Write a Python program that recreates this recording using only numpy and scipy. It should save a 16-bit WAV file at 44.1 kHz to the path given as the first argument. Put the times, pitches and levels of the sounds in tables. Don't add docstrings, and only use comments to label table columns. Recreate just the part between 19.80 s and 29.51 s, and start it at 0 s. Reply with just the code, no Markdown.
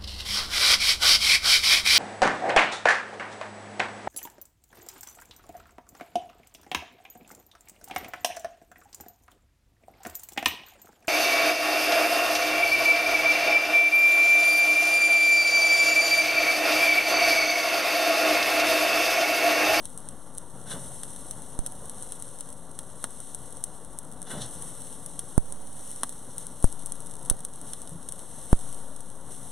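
import sys
import numpy as np
from scipy import signal
from scipy.fft import rfft, irfft, next_fast_len
from scipy.io import wavfile
from scipy.ndimage import uniform_filter1d

SR = 44100
rng = np.random.default_rng(int(sys.argv[2]) if len(sys.argv) > 2 else 0)


def unload_audio(sound):
    columns = np.transpose(np.atleast_2d(sound))
    steps = np.round(np.clip(columns, -1, 1) * 32767)
    wavfile.write(sys.argv[1], SR, steps.astype(np.int16))


N = 428211
TIME = np.arange(N) / SR
PADDED = next_fast_len(N + SR // 10, real=True)
FREQS = np.maximum(np.fft.rfftfreq(PADDED, 1 / SR), 1)


def from_db(db):
    return 10 ** (np.asarray(db) / 20)


def rms_one(x):
    return x / np.sqrt(np.mean(x ** 2) + 1e-20)


def in_time(rows):
    return np.interp(TIME, *np.transpose(rows))


def in_hz(rows):
    hz, values = np.transpose(rows)
    return np.interp(np.log(FREQS), np.log(hz), values)


def drift(rate_hz):
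    step = 40
    r = np.exp(-2 * np.pi * rate_hz * step / SR)
    noise = rng.standard_normal(N // step + 2002)
    slow = signal.lfilter([1], [1, -2 * r, r * r], noise)[2000:]
    return np.interp(np.arange(N) / step, np.arange(len(slow)), rms_one(slow))


def resonance(x, hz, width_hz):
    r = np.exp(-np.pi * width_hz / SR)
    zeros = np.array([1, 0, -1]) * (1 - r * r) / 2
    poles = [1, -2 * r * np.cos(2 * np.pi * hz / SR), r * r]
    return signal.lfilter(zeros, poles, x + 1e-18)


def ringing(x, modes):
    return sum(from_db(db) * resonance(x, hz, width_hz) for hz, width_hz, db in modes)


def white():
    return rng.standard_normal((2, N))


def grains(per_s, size_db):
    size = from_db(size_db * np.minimum(rng.exponential(1, (2, N)), 6))
    signed = size * rng.choice([-1, 1], (2, N))
    return rms_one(signed * (rng.random((2, N)) < per_s / SR))


def swell_and_fade(s, swell_s, fade_s):
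    return np.exp(-np.minimum(np.maximum((s - TIME) / swell_s, (TIME - s) / fade_s), 20))


def clicks(times_s, level_db):
    out = np.zeros(N)
    index = np.clip(np.round(times_s * SR).astype(int), 0, N - 1)
    np.add.at(out, index, from_db(level_db))
    return out


# (frequency [Hz], likeness [0-1])
FIELD_LIKENESS = [(30, 1), (1000, 0.97), (2200, 1), (3700, 1), (6000, 0.88), (9000, 0.78), (11000, 0.25),
                  (13000, 0.15), (16000, 0.68)]


def spread(pair, colour=None):
    mid, side = rfft(pair, PADDED)
    alike = np.clip(in_hz(FIELD_LIKENESS), 0, 1)
    both = np.sqrt((1 + alike) / 2) * mid + np.sqrt((1 - alike) / 2) * side * [[1], [-1]]
    gain = 1 if colour is None else from_db(in_hz(colour))
    return irfft(both * gain, PADDED)[:, :N]


def scatter(impulses, t60_s, diffuse=0.26):
    r = from_db(-120 / (t60_s * SR))
    energy = signal.lfilter([1 - r], [1, -r], impulses ** 2 + 1e-18)
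    noise = rms_one(spread(white()) + diffuse * white())
    return noise * np.sqrt(np.roll(energy, SR // 2000))


# (time [s], relative level [dB])
BOIL = [(0.0, -52), (0.62, -56), (0.89, -53), (1.08, -44.5), (1.81, -51), (2.32, -47.5), (2.78, -53.5),
        (3.05, -53.5), (3.46, -48), (3.86, -53), (4.49, -57), (4.62, -46.5), (4.84, -44.5), (5.76, -53),
        (6.11, -44.5), (6.44, -51.5), (7.11, -51), (7.68, -54), (7.9, -49.5), (8.25, -52), (8.74, -45),
        (9.14, -52.5), (9.44, -53.5), (9.71, -47)]
# (time [s], relative level [dB])
SURGES = [(0.04, -51), (0.91, -39.5), (3.21, -50), (4.51, -40.5), (5.5, -48), (5.7, -51), (6.59, -42.5),
          (6.84, -47), (7.88, -48), (9.52, -43.5)]
# (frequency [Hz], relative density [dB])
SIZZLE_SPECTRUM = [(400, -32), (1200, -30), (2000, -5), (3500, -4), (6000, -1), (8000, 3), (9500, -1),
                   (11000, -4), (13200, -5), (15000, -11), (16000, -49)]
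SURGE_SWELL_S, SURGE_FADE_S = 0.024, 0.065


def sizzle(steam_db=0.5, flutter_db=1.0, level_db=8.5, surge_db=7.5):
    bubbles = grains(per_s=3500, size_db=3.0)
    hiss = rms_one(spread(bubbles + from_db(steam_db) * white(), SIZZLE_SPECTRUM))
    boil = from_db(in_time(BOIL) + level_db)
    surges = sum(from_db(db + surge_db) * swell_and_fade(s, SURGE_SWELL_S, SURGE_FADE_S)
                 for s, db in SURGES)
    return hiss * np.hypot(boil, surges) * from_db(flutter_db * drift(17))


# (frequency [Hz], relative density [dB])
FLAME_SPECTRUM = [(20, -2), (60, 0.5), (100, -2.5), (165, 2.5), (260, -2), (370, -6), (520, -2.5),
                  (670, -8), (900, -5.5), (1200, -13), (2000, -13.5), (4000, -17.5), (12000, -24)]
# (frequency [Hz], width [Hz], relative level [dB])
FIREBOX_MODES = [(126, 9.4, 4), (169.7, 9, 1.5), (250.7, 35, -1), (541, 138, -6.5), (739, 22, -3.5),
                 (914, 105, -8.5), (1129, 68, -7.5), (1360, 45, -9)]
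# (time [s], rise [dB])
FLARE_UPS = [(1.05, 4), (2.05, 1.5), (4.6, 1.5), (7.25, 1), (8.72, 2)]
FLARE_SWELL_S, FLARE_FADE_S = 0.29, 0.35


def fire(rest_db=-48.5, flicker_db=0.98, box_db=-3.5):
    rush = rms_one(spread(white(), FLAME_SPECTRUM))
    hollow = from_db(box_db) * rms_one(ringing(spread(white()), FIREBOX_MODES))
    flare_db = sum(db * swell_and_fade(s, FLARE_SWELL_S, FLARE_FADE_S) for s, db in FLARE_UPS)
    return (rush + hollow) * from_db(rest_db + flare_db + flicker_db * drift(9.3))


# (time [s], relative level [dB], depth [0 dry snap, .5 wet spit, 1 woody knock])
POP_EVENTS = [(0.0549, -1, 0.41), (0.1761, -5, .2), (0.2879, -2.5, .3), (0.5825, -0.5, 0.22),
              (1.2342, -1.5, 0.85), (1.3619, -9, 0.79), (1.5105, 1.5, 0.34), (1.7905, 1, .05),
              (1.8632, 2, 0.43), (1.8713, -2.5, .25), (2.0965, -2.5, 0.39), (2.2248, -2.5, .15),
              (2.3218, -0.5, 0.39), (2.4239, -2, 0.33), (2.6083, -1, 0.39), (2.703, -10, .2),
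              (2.9899, -1, 0.82), (3.2416, 4.5, 0.99), (3.403, -4, .1), (3.5475, 1.5, .05),
              (3.8395, 7, .02), (4.188, -1, .02), (4.418, -3, .15), (4.428, -4, .2), (4.8235, -3.5, .1),
              (5.262, -1, .1), (5.3926, 3.5, 0.4), (5.579, 4.5, .1), (5.7237, -1, .05), (6.1153, -5, .1),
              (6.2336, 7, 1), (6.2934, -2, .3), (6.5817, 2, .2), (6.6682, -2.5, .25), (6.8263, -2.5, .15),
              (6.843, 6.5, .05), (6.926, -2.5, .05), (7.0605, -1, .02), (7.1213, 3, .05),
              (7.4989, 13, 0.42), (7.6499, 3.5, 0.26), (7.9343, -1, 0.75), (8.0183, -4.5, .1),
              (8.0746, -10, .55), (8.2881, 0, 0.34), (8.3228, -0.5, .25), (8.3924, -8.5, .45),
              (8.7298, 0.5, .05)]
# (depth [0-1], wet spit re pop [dB, before trim], woody body re pop [dB, before trim])
POP_PARTS = [(0, -32, -41), (.5, 3, -24), (1, -2, 6)]
FLURRY_S, FLURRY_WIDTH_S, FLURRY_DB = 7.33, 0.18, 10.5
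ECHO_GROWTH = 0.41


def crackle(ticks_per_s=70, tick_db=-25.5, tick_size_db=5.0, tick_top_db=-6.5, tick_tail_db=-4.5,
            tick_spit_db=-15.5, crack_db=2.5, tail_db=-3.5, tail_t60_s=0.02, far_db=-7.0, far_t60_s=0.055,
            spit_db=-5.0, body_db=1.5, hollow_db=-3.5, pan_db=2.0, lag_samples=0.81):
    s, level, depth = np.transpose(POP_EVENTS)
    depths, *parts = np.transpose(POP_PARTS)
    spit, body = (level + np.interp(depth, depths, part) for part in parts)

    chance = rng.random((int(ticks_per_s * N / SR), 2))
    tick_s = chance[:, 0] * N / SR
    flurry_db = FLURRY_DB * np.exp(-((tick_s - FLURRY_S) / FLURRY_WIDTH_S) ** 2)
    tick_level = tick_db + flurry_db - tick_size_db * np.log(chance[:, 1])
    ticks = clicks(tick_s, np.minimum(tick_level, tick_top_db))

    echoes = clicks(s, level * (1 + ECHO_GROWTH) + tail_db) + from_db(tick_tail_db) * ticks
    cracks = clicks(s, level + crack_db) + ticks
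    snap = cracks + scatter(echoes, tail_t60_s) + from_db(far_db) * scatter(echoes, far_t60_s)

    spits = clicks(s, spit + spit_db) + from_db(tick_spit_db) * ticks
    wet = resonance(spits + 1.96 * scatter(spits, t60_s=0.036), hz=4270, width_hz=2900)

    knocks = clicks(s, body + body_db)
    knock_echo = knocks + 0.63 * scatter(knocks, t60_s=0.04)
    woody = resonance(resonance(knock_echo, hz=850, width_hz=1130), hz=1100, width_hz=4700)
    hollow = from_db(hollow_db) * resonance(knocks, hz=233, width_hz=48)

    pops = resonance(snap, hz=8040, width_hz=3730) + wet - woody + hollow
    sides = np.array([[.5], [-.5]])
    panned = pops * from_db(pan_db * sides * drift(18))
    return panned + lag_samples * sides * drift(8) * np.gradient(pops, axis=1)


# (time [s], wet squelch [dB], bar ring [dB], thud [dB])
SLAP_EVENTS = [(0.912, -29, -27, -37), (4.512, -37, -27, -36), (4.617, -24, -54, -46)]
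# (frequency [Hz], width [Hz], relative level [dB])
GRATE_MODES = [(490, 40, -5), (774, 120, -20), (1060, 96, -10), (1546, 13, 12), (1970, 1000, -0.5),
               (2920, 44, 7.5), (3480, 66, 9.5), (3940, 26, 6), (5670, 65, -4), (5720, 53, -14),
               (7030, 120, 6.5)]
# (frequency [Hz], relative density [dB])
THUD_SPECTRUM = [(25, -17), (80, -13), (135, 2), (220, 1.5), (350, -9.5), (520, -1.5), (1000, -9),
                 (2500, -11.5), (8000, -26)]
SLAP_SWELL_S, SLAP_FADE_S = 0.009, 0.029
BRUSH_LEAD_S, BRUSH_SQUELCH_DB, BRUSH_RING_DB = 0.039, -38, -39
THUD_LAG_S, THUD_SWELL_S, THUD_FADE_S = 0.044, 0.054, 0.054


def slaps():
    squelch = ring = thud = 0
    for s, squelch_db, ring_db, thud_db in SLAP_EVENTS:
        brush = swell_and_fade(s - BRUSH_LEAD_S, SLAP_SWELL_S, SLAP_FADE_S)
        slap = swell_and_fade(s, SLAP_SWELL_S, SLAP_FADE_S)
        settle = swell_and_fade(s + THUD_LAG_S, THUD_SWELL_S, THUD_FADE_S)
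        squelch = squelch + from_db(BRUSH_SQUELCH_DB) * brush + from_db(squelch_db) * slap
        ring = ring + from_db(BRUSH_RING_DB) * brush + from_db(ring_db) * slap
        thud = thud + from_db(thud_db) * settle
    spatter = spread(grains(per_s=8400, size_db=3.0))
    wet = rms_one(resonance(resonance(spatter, hz=3580, width_hz=4300), hz=3680, width_hz=7100))
    bars = rms_one(ringing(spread(white()), GRATE_MODES))
    weight = rms_one(spread(white(), THUD_SPECTRUM))
    return squelch * wet + ring * bars + thud * weight


# (time [s], pitch [Hz], level before decay [dB])
BUMP_EVENTS = [(1.006, 135, -44), (4.535, 210, -28), (4.605, 132, -31), (8.116, 166.5, -28)]
REBOUND_S, REBOUND_DB = 0.034, 1


def bumps(t60_s=0.093, contact_s=0.0044, jitter_rad=0.52):
    out = np.zeros(N)
    jitter = jitter_rad * drift(150)
    for s, hz, level_db in BUMP_EVENTS:
        for start_s, db in ((s, level_db), (s + REBOUND_S, level_db + REBOUND_DB)):
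            age = np.maximum(TIME - start_s, 0)
            envelope = from_db(db - 60 * age / t60_s) * (1 - np.exp(-age / contact_s))
            out += envelope * np.sin(2 * np.pi * hz * age + jitter)
    return out


# (time [s], left pressure step [dB], right pressure step [dB])
OVERLOAD_EVENTS = [(1.7909, -48, -14.5), (5.5790, -39, -0.5), (6.8430, -3, -10.5), (7.5130, -50, -12.5),
                   (8.7298, 0, -4.5)]


def overloads(leak_hz=9.9, coupling_hz=0.41):
    s, left_db, right_db = np.transpose(OVERLOAD_EVENTS)
    kicks = np.array([clicks(s, left_db), clicks(s, right_db)])
    jump = signal.lfilter([1], [1, -np.exp(-2 * np.pi * leak_hz / SR)], kicks + 1e-18)
    return signal.sosfilt(signal.butter(1, coupling_hz, "high", fs=SR, output="sos"), jump)


# (frequency [Hz], lead [rad])
LEFT_LEAD = [(20, 0), (2500, .02), (5000, .18), (7000, .55), (9000, .9), (11000, 1.55), (13000, 2.6),
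             (16000, 3.2)]
# (frequency [Hz], level difference [dB])
LEFT_OVER_RIGHT = [(20, -1.5), (2000, -0.5), (5000, -0.5), (7000, -1), (9000, 1.5), (11000, 4.5),
                   (13000, 3), (16000, 3)]


def scene():
    grill = sizzle() + fire() + crackle() + slaps() + bumps()
    lead_rad, balance_db = in_hz(LEFT_LEAD), in_hz(LEFT_OVER_RIGHT)
    left = from_db(balance_db / 2)
    right = from_db(-balance_db / 2) * np.exp(-1j * lead_rad)
    return irfft(rfft(grill, PADDED) * np.array([left, right]), PADDED)[:, :N] + overloads()


def limiter(x, duck_db=8.5, release_db_per_s=108.0, react_s=0.00186):
    hot = np.abs(uniform_filter1d(x, size=30, axis=1)) > .8
    ramp_db = release_db_per_s * TIME
    cut_db = np.maximum.accumulate(duck_db * hot + ramp_db, axis=1) - ramp_db
    late_cut_db = np.roll(cut_db, int(react_s * SR), axis=1)
    return x * uniform_filter1d(from_db(-late_cut_db), size=60, axis=1)


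PORT_PATH_HZ = 9620
CUTOFF_HZ = 16000


def record(dry):
    paths = np.mean([np.exp(-2j * np.pi * FREQS * k / PORT_PATH_HZ) for k in range(4)], axis=0)
    combed = irfft(rfft(dry, PADDED) * paths, PADDED)[:, :N]
    held = limiter(combed)
    rounded = held / (1 + held ** 16) ** (1 / 16)
    offset = np.array([[-.013], [-.005]])
    low_pass = signal.ellip(8, .2, 80, CUTOFF_HZ, fs=SR, output="sos")
    return signal.sosfilt(low_pass, rounded + offset)


dry = scene()
out = record(dry)
unload_audio(out)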